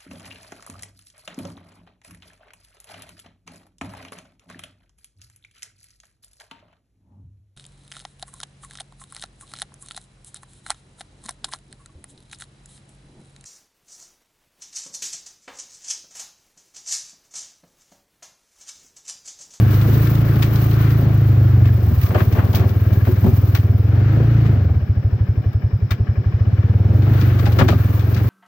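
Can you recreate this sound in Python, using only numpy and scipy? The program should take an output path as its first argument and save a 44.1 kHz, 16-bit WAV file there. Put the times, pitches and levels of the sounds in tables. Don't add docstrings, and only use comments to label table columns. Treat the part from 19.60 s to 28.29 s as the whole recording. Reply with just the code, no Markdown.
import sys
import numpy as np
from scipy import signal
from scipy.fft import rfft, irfft, next_fast_len
from scipy.io import wavfile
from scipy.ndimage import uniform_filter1d, map_coordinates

SR = 44100
rng = np.random.default_rng(int(sys.argv[2]) if len(sys.argv) > 2 else 0)


def int16_out(signal):
    q = np.round(np.clip(np.atleast_2d(signal).T, -1, 1) * 32767)
    wavfile.write(sys.argv[1], SR, q.astype(np.int16))


def volts_from_db(level):
    exponent = np.asarray(level, float) / 20
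    return 10 ** exponent


N = 383229

# t/s, firing rate f/Hz
CRANK_SPEED = [(0.0, 24.59), (0.42, 27.7), (1.44, 27.0), (2.24, 22.69), (2.42, 16.18), (2.82, 18.34),
               (3.64, 19.74), (4.06, 18.69), (4.68, 28.95), (4.94, 26.33), (5.24, 13.44), (6.04, 10.83),
               (6.66, 11.69), (6.82, 16.09), (7.24, 20.11), (7.46, 25.44), (8.24, 20.85), (8.69, 23.71)]
# t/s, exhaust level/dB, belt drive load level/dB
ENGINE_DEMAND = [(0, -11.5, 5.5), (.34, -13.5, 6), (.84, -14.5, 5.5), (1.28, -13, 5.5), (1.81, -10.5, 1.5),
                 (2.15, -11, -1), (2.5, -15, -1.5), (2.9, -14, 1), (3.4, -13.5, -0.5), (4.15, -13.5, -2),
                 (4.5, -12.5, 3.5), (4.88, -12.5, 2.5), (5.22, -15, -5.5), (6.0, -17.5, -6.5),
                 (6.6, -17, -5.5), (7.15, -13, -1.5), (7.6, -11.5, 7), (8.3, -14.5, 2)]
# t/s, loss level/dB
STUMBLES = [
    (2.19, 4.5),
    (2.33, 1.5),
    (2.5, 5.5),
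    (5.22, 4),
]
# f/Hz, level/dB per Hz
ROAR_SPECTRUM = [(20, -40), (40, -20), (100, -7), (165, 2), (200, 1), (250, -4), (300, -8), (400, -8),
                 (480, -13), (750, -17), (1000, -27), (1500, -60)]
# f/Hz, level/dB per Hz
WHIR_SPECTRUM = [(350, -15), (600, -31), (1000, -4), (1350, 2.5), (2400, -7), (3500, -14.5), (4900, -19.5),
                 (5050, -24.5), (5650, -25), (5800, -20.5), (8600, -43), (12000, -51), (16000, -30.5)]
# f/Hz, width/Hz, level/dB
CASING_MODES = [(1125, 260, 0.5), (1440, 180, -6.5), (1630, 190, 1.5), (2380, 270, -2), (2960, 110, -3.5)]
# t/s, contact level/dB
LEAF_CONTACT = [(0, -46), (.14, -41), (1.14, -45), (1.84, -54), (2.1, -52.5), (2.39, -42.5), (2.81, -47),
                (3.12, -49), (3.85, -46.5), (4.26, -58), (4.81, -59), (5.23, -66), (6.61, -72), (7.3, -66),
                (7.36, -56), (7.56, -48), (8.08, -48), (8.69, -46.5)]
# f/Hz, level/dB per Hz
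LEAF_SPECTRUM = [(590, -28.5), (1000, -1.5), (1190, 1), (1480, -18.5), (2390, -11), (2620, -17),
                 (2840, -10.5), (3080, -15.5), (5760, -18), (9830, -26.5), (12500, -19), (15100, -3.5),
                 (16000, -10.5)]
# t/s, peak level/dB, stem body level/dB, t60/s, left-right level/dB
STALK_SNAPS = [(0.822, -13.5, -6.5, 0.11, 3), (.957, -19.5, -13.5, 0.038, 2.5),
               (1.302, -23.5, -8.5, 0.13, -3.5), (2.052, -38.5, 12.5, 0.12, -11),
               (2.411, -20.5, -13, 0.068, -5.5), (2.461, -25.5, 0, 0.043, -0.5),
               (2.584, -25.5, 0.5, 0.12, -2), (2.723, -19, -13.5, 0.056, -2),
               (2.945, -13.5, -17, 0.21, -2.5), (3.088, -26.5, -20, 0.065, 1.5), (3.449, -31, 3, .06, -8.5),
               (3.947, -13.5, -8.5, .13, 2), (4.854, -40.5, 13.5, 0.13, -1.5),
               (6.306, -18.5, -0.5, 0.098, 3.5), (7.42, -35, 1.5, 0.15, 8), (7.606, -24.5, -13, .11, 11.5),
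               (7.788, -26, -4.5, 0.086, 11.5), (7.854, -22.5, 2, 0.11, 14.5), (7.92, -19.5, -33, .06, 2.5),
               (7.987, -18, 4.5, 0.11, 20), (8.08, -19, -1, .16, 15), (8.391, -27.5, -5.5, .11, 11),
               (8.542, -23.5, -17, .056, 9), (8.563, -28.5, 6.5, 0.11, 10.5)]
# t/s, peak level/dB, left-right level/dB
TWIG_FLICKS = [(.093, -30.5, 0), (.137, -26.5, 10.5), (.21, -26, 4.5), (.34, -24, 6.5), (.402, -28, -12.5),
               (.469, -24, 9), (.528, -30.5, -15), (.55, -21.5, 0.5), (.756, -23, -3.5),
               (.859, -28.5, -2.5), (1.039, -31, 8), (1.11, -22.5, 4.5), (1.13, -21, -3.5),
               (1.514, -39.5, -3), (2.203, -34, 3.5), (2.431, -21.5, -7.5), (2.846, -27.5, -3.5),
               (2.874, -36.5, 2.5), (2.928, -22.5, 3.5), (2.995, -32, -2), (3.327, -28.5, 3),
               (3.556, -29.5, 4.5), (3.84, -41.5, -10), (4.177, -38, -11.5), (5.928, -36.5, 0),
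               (7.534, -27, 1.5)]
# f/Hz, level/dB per Hz
CRACK_SPECTRUM = [(1180, -30), (2000, -13), (2240, 0.5), (2910, -2.5), (3170, -0.5), (4080, -3.5),
                  (6200, -8), (6700, -11.5), (9490, -21), (15200, -2), (16000, 2)]
# t/s, peak level/dB, clank level/dB, thud level/dB, t60/s
BLADE_KNOCKS = [(2.503, -15.5, -12.5, -10, .17), (2.545, -7, -15, -15, .16), (2.576, -28.5, 2.5, 2, 0.2),
                (2.602, -17, -5, -9, .13), (2.748, -20.5, -10.5, -5.5, 0.98), (2.781, -25, -1.5, -9, 0.15),
                (2.935, -19.5, -12.5, 0, 0.43), (2.995, -21, -9, -11, 0.39),
                (3.468, -17, -23.5, -2.5, 0.18), (3.64, -19.5, -14, 8.5, 0.078), (3.662, -15, -29, 0, .13),
                (3.95, -22.5, -7, -7, 0.13), (4.357, -30, -19, -3.5, .2), (6.309, -25.5, -7, -9.5, 0.1),
                (7.311, -26.5, -16.5, -1.5, .13), (7.463, -23, -14, -4, 0.34), (7.797, -32, -12, -6, 0.13),
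                (7.864, -15, -13, -3.5, 0.07), (7.985, -9, -6, -7, .16), (8.008, -7.5, -8, -12.5, 0.099),
                (8.038, -22.5, -30, -2, 0.087), (8.084, -9, -8, -5, .1), (8.126, -15, -14, -4.5, .11)]
# f/Hz, width/Hz, level/dB
FRAME_MODES = [(147, 24.4, 0.5), (250, 67, -3.5), (270, 20, -1.5), (374, 24, -8)]
# f/Hz, width/Hz, level/dB
BLADE_MODES = [(348.5, 44.6, 0.5), (560, 91, -2), (745, 280, -6)]
# f/Hz, width/Hz, level/dB
MOUNT_MODES = [(1112, 120, 14), (1660, 460, 10), (2230, 800, 7.5), (2850, 1300, 1.5), (4740, 900, -45)]
# t/s, f/Hz, peak level/dB, t60/s
PANEL_RINGS = [(2.551, 601, -19.5, .12), (3.472, 259.7, -20.5, .2), (3.488, 369, -16, 0.13),
               (3.642, 860, -30, 0.073), (3.661, 380.8, -16, 0.14), (3.669, 249.3, -19, 0.14),
               (3.64, 200.7, -19.5, 0.14), (6.308, 3670, -33.5, .07), (7.793, 1187, -29, 0.054),
               (7.864, 831, -25.5, .16), (8.012, 256, -16.5, 0.31), (8.012, 366.8, -16.5, 0.2),
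               (8.123, 1203, -25, 0.1)]
# f/Hz, level/dB per Hz
INSECT_SPECTRUM = [(4700, -30), (5000, -0.5), (5200, -1.5), (5650, -6.5), (5850, -34.5)]
# f/Hz, left-right level/dB
PORT_DIFFERENCE = [(200, 0), (380, 3), (700, 4), (1290, 6), (2380, 6.5), (4400, 11), (8120, 5), (12000, -8),
                   (15000, -12)]
# f/Hz, correlation (0-1)
PORT_LIKENESS = [(60, .4), (130, .75), (290, .85), (640, .7), (1400, .2), (3000, .05), (15000, .1)]

ROAR_DB, ROAR_PER_LOAD, ROAR_DB_PER_FIRING = -29, 0.3, 0.35
OVERTONE_DB, OVERTONE_PER_LOAD, OVERTONE_DB_PER_FIRING = -25, 0.7, 0.59
CASING_DB = -44.5
UPPER_HZ, UPPER_MS, UPPER_SHARE = 128.4, 10, 0.26
HOT_HZ, HOT_MS, FAST_MS = 3.14, 1.44, 1.77
LIFT_HZ, LIFT_DB = 12, 1
TWIG_BODY_DB, TWIG_T60_S = -13, 0.06
SNAP_RISE_S, KNOCK_RISE_S = 0.0034, 0.0036
RING_RISE_CYCLES, RING_WAVER = 0.89, 0.02
INSECTS_DB = -65


def crank():
    return 0.6 + np.cumsum(curves(CRANK_SPEED, np.arange(N) / SR)[0]) / SR


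def exhaust(done):
    number = np.arange(np.ceil(done[0]) - 1, done[-1])
    luck = rng.standard_normal((len(number), 4))
    fired = np.interp(number, done, np.arange(N) / SR, left=-0.02) + 0.00012 * luck[:, 0]
    speed = np.interp(number, done, np.gradient(done) * SR)[:, None]
    idle = np.clip((17 - speed) / 4, 0, 1)
    fast = np.clip((speed - 21) / 3, 0, 1)
    hot = np.clip((speed - 25.6) / 1.4, 0, 1)
    slowing = -np.gradient(speed[:, 0], fired)[:, None]
    lift = np.clip(slowing / 30 - 0.15, 0, 1)
    db, load_db = [c[:, None] for c in curves(ENGINE_DEMAND, fired)]
    over_db = follows(OVERTONE_DB, OVERTONE_PER_LOAD, OVERTONE_DB_PER_FIRING, load_db, speed)
    t = np.arange(5000) / SR

    def ring(hz, ms, turn):
        age = t / ms * 1000
        return age ** 3 * np.exp(-age) * np.sin(2 * np.pi * hz * t + turn)

    uneven = 1 + [0.05, 0.006] * luck[:, 1:3] * (1 - 0.75 * fast)
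    uneven_ms, uneven_hz = uneven[:, :1], uneven[:, 1:]
    thump_hz = 101 + HOT_HZ * np.clip(speed - 21.8, 0, 6) - LIFT_HZ * lift
    thump_ms = 4.75 + 1.5 * idle + FAST_MS * fast - HOT_MS * hot
    thump = ring(thump_hz * uneven_hz, thump_ms * uneven_ms, 0.37 - 1.0 * fast)
    thump += (0.52 * idle + 0.2 * fast + 0.07 * hot) * ring(72, 5.2, 2.4)
    thump += UPPER_SHARE * np.maximum(idle, lift) * ring(UPPER_HZ * uneven_hz, UPPER_MS, 0.36)
    push = volts_from_db(-22.5 + 2.5 * luck[:, 2:3]) * ring(37, 4.6, 1.0)
    overtone = volts_from_db(over_db + 0.74 * luck[:, 1:2]) * ring(305.4, 3.77, 0)
    pulses = thump + push + overtone
    pulses /= np.sqrt((thump ** 2).sum(1, keepdims=True) * speed / SR)
    pulses *= volts_from_db(db + 0.8 * luck[:, 3:] - LIFT_DB * lift * np.abs(luck[:, 3:]))
    for s, loss_db in STUMBLES:
        pulses[np.argmin(abs(fired - s + 0.015))] *= volts_from_db(-loss_db)
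    at = np.round(fired * SR).astype(int)[:, None] + np.arange(len(t))
    at = np.where(at < 0, N, np.minimum(at, N))
    return np.bincount(at.ravel(), pulses.ravel(), N + 1)[:N]


def machinery(done):
    t = np.arange(N) / SR
    beat = lambda lag, depth_db: volts_from_db(depth_db * np.cos(2 * np.pi * (done - lag)))
    load_db, speed = curves(ENGINE_DEMAND, t)[1], np.gradient(done) * SR
    roar_db = follows(ROAR_DB, ROAR_PER_LOAD, ROAR_DB_PER_FIRING, load_db, speed)
    roar = volts_from_db(roar_db + 1.5 * wobble(12)) * unit(beat(0.085, 2.3) * rush(colour(ROAR_SPECTRUM)))
    whir = unit(beat(1.0, 0.55) * rush(colour(WHIR_SPECTRUM)))
    since_strike = (done + 0.16) % 1
    strike = uniform_filter1d(0.2 + np.exp(-since_strike / 0.17), 250) * volts_from_db(2.5 * wobble(12))
    ticks = unit(strike * rush(lambda hz: np.abs(modes(CASING_MODES)(hz)) ** 2))
    idling = np.clip(1.5 - speed / 24, 0.3, 1)
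    casing_level = volts_from_db(CASING_DB + load_db + 1.2 * wobble(9))
    return roar + casing_level * (1.05 * whir + 0.85 * idling * ticks)


def blade():
    s, db, clank_db, thud_db, t60 = np.transpose(BLADE_KNOCKS)
    hz = np.linspace(1, SR / 2, 9000)

    def struck(force, table):
        blows = force * rush(lambda f: 1 / (1 + (f / 3500) ** 2)) / 2
        return filtered(blows, modes(table)) / np.std(modes(table)(hz))

    thud = struck(envelope(s, db + thud_db - 4, 1.29 * t60, KNOCK_RISE_S), FRAME_MODES)
    boom = struck(envelope(s, db - 12, 0.94 * t60, 0.2 * KNOCK_RISE_S), BLADE_MODES)
    clank_force = envelope(s, db + clank_db - 6.5, 0.63 * t60, 0.82 * KNOCK_RISE_S)
    clank = struck(clank_force * volts_from_db(1.8 * wobble(120)), MOUNT_MODES)
    return thud + boom + clank


def rings():
    out, waver = np.zeros(N), 1 + RING_WAVER * wobble(40)
    for s, hz, db, t60 in PANEL_RINGS:
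        tone = np.sin(2 * np.pi * hz * np.cumsum(waver) / SR)
        out += envelope([s], db, t60, RING_RISE_CYCLES / hz) * tone
    return out


def weeds():
    scratch = volts_from_db(0.8 * wobble(8) + 1.8 * wobble(25) + 1.6 * wobble(90))
    contact_db = curves(LEAF_CONTACT, np.arange(N) / SR)[0]
    hiss = volts_from_db(contact_db + 5.5) * unit(scratch) * rush(colour(LEAF_SPECTRUM))
    twigs = [(s, db, TWIG_BODY_DB, TWIG_T60_S, pan_db) for s, db, pan_db in TWIG_FLICKS]
    s, db, body_db, t60, pan_db = np.transpose(STALK_SNAPS + twigs)
    sides = np.array([envelope(s, db - 12 + side * pan_db / 2, t60, SNAP_RISE_S) for side in (1, -1)])
    body = envelope(s, db + body_db - 10, 1.1 * t60, SNAP_RISE_S)
    stem = rush(lambda hz: np.abs(modes([(1600, 1500, 0)])(hz)) ** 2)
    crackle = volts_from_db(2.5 * wobble(500))
    return hiss + crackle * (sides * rush(colour(CRACK_SPECTRUM)) + body * stem)


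def field():
    song = [(3000, -80.5)] + INSECT_SPECTRUM + [(8000, -80)]
    return volts_from_db(INSECTS_DB + 0.8 * wobble(3.7)) * rush(colour(song))


def follows(db, per_load, db_per_firing, load_db, speed):
    return db + per_load * load_db + db_per_firing * (speed - 20)


def envelope(times, db, t60, rise):
    out, t = np.zeros(N + SR), np.arange(SR // 4) / SR
    for s, level, life, up in np.broadcast(times, db, t60, rise):
        shape = (1 - np.exp(-t / max(up, 1e-4))) * volts_from_db(-60 * t / max(life, 0.005))
        out[round(s * SR):][:len(t)] += volts_from_db(level) * shape / shape.max()
    return out[:N]


def modes(table):
    def response(f):
        total = 0
        for k, (centre, width, db) in enumerate(table):
            damping = 1j * f * width
            total = total + (-1) ** k * volts_from_db(db) * damping / (centre * centre - f * f + damping)
        return total
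    return response


def rush(gain):
    turn = lambda hz: np.arccos(np.clip(along(PORT_LIKENESS, hz), -1, 1)) / 2
    shares = lambda hz: gain(hz) * [np.cos(turn(hz)), np.sin(turn(hz))]
    mid, side = filtered(rng.standard_normal((2, N)), shares)
    return unit(np.array([mid + side, mid - side]))


def filtered(x, response):
    m = next_fast_len(N + 8192)
    return irfft(rfft(x, m) * response(np.fft.rfftfreq(m, 1 / SR)), m)[..., :N]


def colour(points):
    return lambda hz: volts_from_db(along(points, hz))


def along(points, hz):
    f, v = np.transpose(points)
    return np.interp(np.log(hz + 1), np.log(f + 1), v)


def curves(rows, t):
    s, *cols = np.transpose(rows)
    return [np.interp(t, s, c) for c in cols]


def wobble(rate):
    knots = rng.standard_normal(int(N * rate / SR) + 4)
    return map_coordinates(knots, [np.arange(N) * rate / SR])


def unit(x):
    return x / np.sqrt(np.mean(x ** 2) + 1e-20)


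def scene():
    done = crank()
    engine = exhaust(done) + machinery(done)
    return engine + weeds() + blade() + field() + rings()


def top_cut(x):
    return signal.sosfilt(signal.butter(12, 17090, fs=SR, output="sos"), x)


def record(dry):
    band = lambda hz: (hz < 15900) * (hz > 15)
    ports = filtered(dry, lambda hz: volts_from_db(along(PORT_DIFFERENCE, hz) * [[0.5], [-0.5]]) * band(hz))
    held = ports / (1 + np.abs(ports / 0.9) ** 6) ** (1 / 6)
    return top_cut(held)


dry = scene()
out = record(dry)
int16_out(out)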